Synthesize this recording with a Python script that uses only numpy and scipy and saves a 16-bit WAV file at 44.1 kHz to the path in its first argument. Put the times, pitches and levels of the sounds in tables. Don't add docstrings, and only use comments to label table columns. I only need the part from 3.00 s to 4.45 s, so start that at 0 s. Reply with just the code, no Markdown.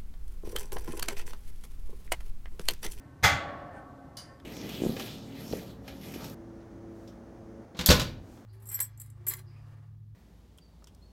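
import sys
import numpy as np
from scipy import signal
from scipy.fft import rfft, irfft
from scipy.io import wavfile

SR = 44100
rng = np.random.default_rng(int(sys.argv[2]) if len(sys.argv) > 2 else 0)


def bounce(signal):
    frames = np.transpose(np.atleast_2d(signal))
    limited = np.clip(frames, -1, 1)
    pcm = np.round(limited * 32767).astype(np.int16)
    wavfile.write(sys.argv[1], SR, pcm)


N = 63945
T = np.arange(N) / SR
FREQS = np.fft.rfftfreq(N, 1 / SR)
LANDING_S = 0.236


def undb(db):
    return 10 ** (np.asarray(db) / 20)


def column(table, hz, index):
    rows = np.array(table, float)
    return np.interp(np.log(np.maximum(hz, 1)), np.log(rows[:, 0]), rows[:, index])


def spectral_gain(table):
    return undb(column(table, FREQS, 1))


def noise(gain):
    x = irfft(gain * np.exp(2j * np.pi * rng.random(len(FREQS))), N)
    return x / np.std(x)


def decay(start_s, t60_s, rise_s=0.0012):
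    age_s = np.maximum(T - start_s, 0)
    return (1 - np.exp(-age_s / rise_s)) * np.exp(-np.log(1000) * age_s / t60_s)


def ring(modes, start_s, rise_s=0.00054, blur=0, blur_hz=25):
    out = 0
    for hz, db, t60_s in modes:
        tone = np.sin(2 * np.pi * hz * (T - start_s))
        if blur:
            tone = tone + blur * noise(np.exp(-((FREQS - hz) / blur_hz) ** 2))
        out = out + undb(db) * decay(start_s, t60_s, rise_s) * tone
    return out


def mode_comb(gap_hz):
    offset, quantile = rng.random((8000, 2)).T
    bins = ((np.arange(len(offset)) + offset) * gap_hz / FREQS[1]).astype(int)
    strength = np.sqrt(-np.log(1 - quantile))
    return np.bincount(bins, strength, minlength=len(FREQS))[:len(FREQS)]


def dense_ring(table, hits, gap_hz, rise_s=0.001):
    spectrum = rfft(noise(mode_comb(gap_hz) * spectral_gain(table)))
    edges_hz = np.geomspace(30, 17000, 41)
    out = 0
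    for lo, hi in zip(edges_hz, edges_hz[1:]):
        band = irfft(spectrum * ((FREQS >= lo) & (FREQS < hi)), N)
        t60_s = column(table, np.sqrt(lo * hi), 2)
        energy = sum((undb(db) * decay(s, t60_s, rise_s)) ** 2 for s, db in hits)
        out = out + np.sqrt(energy) * band
    return out


def crack(table, hits, t60_s):
    return noise(spectral_gain(table)) * sum(undb(db) * decay(s, t60_s) for s, db in hits)


def room_rumble():
    # f/Hz, relative level/dB
    colour = [(20, -19.5), (45, -2.5), (85, 3.5), (135, 2), (190, -6), (290, -3.5), (450, -12.5),
              (900, -17), (1600, -27), (2700, -33.5), (6000, -38), (10000, -42.5), (15000, -45)]
    return undb(-53) * noise(spectral_gain(colour))


def friction():
    # t/s, half length/s, relative level/dB
    swells = [(0.036, 0.089, -6.5), (0.771, 0.041, 7), (1.304, .06, -1.5)]
    return sum(undb(db) * np.exp(-((T - s) / half_s) ** 2) for s, half_s, db in swells)


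def rubs():
    # f/Hz, relative level/dB
    colour = [(200, -3), (700, 9.5), (1150, -3), (1850, -1), (2400, -8), (4000, -27.5), (7000, -26),
              (9000, -19), (11500, -35)]
    return undb(-60) * friction() * noise(spectral_gain(colour))


def frame_hum():
    # f/Hz, width/Hz, landing level/dB, moving level/dB, rub level/dB
    resonances = [(268.73, 3.4, -49, -61, -63.5), (300, 20, -49.5, -68.5, -61), (537.5, 10, -49, -71, -75),
                  (578, 21, -46.5, -75, -72), (710.4, 5.2, -44, -73.5, -70.5), (807.3, 14, -47.5, -82, -86),
                  (1089, 21, -49, -70, -64), (1134, 20, -47, -76, -90), (1324, 55, -53, -79.5, -72),
                  (1532, 42, -55, -74.5, -65), (1802, 50, -66, -78, -65.5), (2052, 33, -66.5, -84, -77.5)]
    struck = decay(LANDING_S, t60_s=2.6, rise_s=0.026)
    rubbed = friction()
    out = 0
    for hz, width_hz, hit_db, moving_db, rub_db in resonances:
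        hum = noise(1 / (1 + ((FREQS - hz) / (width_hz / 2)) ** 2))
        energy = (undb(hit_db) * struck) ** 2 + undb(moving_db) ** 2 + (undb(rub_db) * rubbed) ** 2
        out = out + hum * np.sqrt(energy)
    return out


def base_thumps():
    # t/s, relative level/dB
    thumps = [(0.057, -39.5), (.198, -44), (0.228, -23), (0.2446, -13), (.318, -22.5), (0.346, -24),
              (0.476, -37.5)]
    # f/Hz, relative level/dB, t60/s
    modes = [(84.36, -17.5, 0.83), (100, 6.5, 0.062), (130.3, -8, 0.11), (181.2, -12.5, 0.15)]
    return sum(undb(db) * ring(modes, s, rise_s=0.0088) for s, db in thumps)


def weight_stack():
    # t/s, relative level/dB
    hits = [(0.2265, -14.5), (0.2325, -1), (0.2361, 4), (0.2395, 2.5), (0.245, 1.5), (.2545, -15),
            (0.272, -28), (0.277, -20)]
    # f/Hz, relative level/dB, t60/s
    bands = [(159.8, -15, 0.18), (420, -5, 0.3), (626, -6, 0.23), (800, 6.5, 0.24), (1040, -7.5, 0.39),
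             (1370, 0, 0.42), (2186, -0.5, 0.37), (2770, -9.5, 0.42), (3100, -12, 0.65), (3320, -3.5, 0.28),
             (3900, -11, 0.44), (4800, -10.5, 0.34), (6760, -8.5, 0.25), (7030, -15, 0.32),
             (10380, -22, 0.24), (15000, -17.5, .19)]
    # f/Hz, level/dB, t60/s
    modes = [(581.5, -38.5, 1), (778, -30, 0.34), (807.7, -30, 0.52), (895.7, -29.5, .3),
             (1137.5, -33, 0.77), (1274, -29.5, .55), (1287, -25, .33), (1371, -33, 0.61),
             (1495, -23.5, 0.26), (1508, -32.5, 0.64), (1780, -39, 0.42), (1916, -33.5, .35),
             (2034, -23, 0.45), (2062, -21.5, .33), (2298, -39.5, 0.65), (2320, -27.5, 0.29),
             (2862, -43.5, 0.73), (3400, -29.5, .33), (3410, -37, 0.6), (3656, -39, .42), (3880, -39, .32),
             (4040, -45.5, 0.5), (4400, -42, .45), (5028, -28.5, .2), (5560, -37, 0.13), (6481, -38.5, .22)]
    slaps = undb(-28) * crack(bands, hits, t60_s=0.028)
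    body = undb(-25) * dense_ring(bands, hits, gap_hz=18)
    tones = ring(modes, LANDING_S, rise_s=0.0073, blur=0.18, blur_hz=24)
    return slaps + body + tones


def room_tail():
    # f/Hz, relative level/dB, t60/s
    bands = [(60, -2, 1.9), (130, -3, 3.3), (200.8, -7.5, 3.9), (422.4, -10, 2.55), (693, 2, 2),
             (1060, -12, 2.4), (1848, 0.5, 1), (2660, -16.5, 1.08), (4370, -27, 1.28), (8000, -35, 0.75),
             (11020, -46, .35)]
    return undb(-33.5) * dense_ring(bands, [(LANDING_S, 0)], gap_hz=3, rise_s=0.0297)


def fitting():
    # t/s, relative level/dB, tilt/(dB/octave)
    clicks = [(1.1693, -4.5, 4.5), (1.1862, -10, 2)]
    # f/Hz, relative level/dB, t60/s
    click_bands = [(596, -5.5, 0.24), (2050, -10.5, 0.58), (2540, -18, 0.54), (3860, -5, 0.24),
                   (4700, -2.5, 0.33), (6200, -1.5, 0.27), (8060, -21, 0.35), (9800, -7.5, 0.24),
                   (12500, -20, 0.15), (15000, -17, 0.17)]
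    # f/Hz, relative level/dB, t60/s
    modes = [(2985, -46, 0.24), (4571, -55, .2), (4570, -53, 0.17), (4770, -46, 0.38), (4860, -51, 0.28),
             (5030, -61, 0.46), (5329, -57, 0.13), (5710, -50, 0.077), (6030, -54, .24), (8100, -60, 0.23),
             (9410, -54, 0.23), (10420, -58, 0.17), (13730, -60, .14)]
    # f/Hz, relative level/dB, t60/s
    tick_bands = [(1500, -5.5, 0.033), (2630, -11, .02), (3360, 0.5, 0.029), (4200, -10, .02),
                  (5000, -9, .018), (7900, -21, 0.012), (13100, -17, 0.013)]
    gap_hz, pivot_hz, tick_s = 35.94, 6000, 1.3998
    hits = [(s, db) for s, db, _ in clicks]
    body = undb(-42) * dense_ring(click_bands, hits, gap_hz)
    snaps = undb(-34) * crack(click_bands, hits, t60_s=0.05)
    tones = 0
    for s, hit_db, tilt in clicks:
        tilted = [(hz, db + hit_db + tilt * np.log2(hz / pivot_hz), t60_s) for hz, db, t60_s in modes]
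        tones = tones + ring(tilted, s, blur=1, blur_hz=46)
    tick = undb(-50) * dense_ring(tick_bands, [(tick_s, 0)], gap_hz, rise_s=0.00034)
    return body + snaps + tones + tick


def scene():
    landing = weight_stack() + room_tail() + base_thumps()
    return (landing + frame_hum() + rubs() + fitting() + room_rumble())[None]


def record(dry):
    cutoff_hz = 15300
    return signal.sosfilt(signal.ellip(10, 0.2, 80, cutoff_hz, fs=SR, output="sos"), dry)


dry = scene()
out = record(dry)
bounce(out)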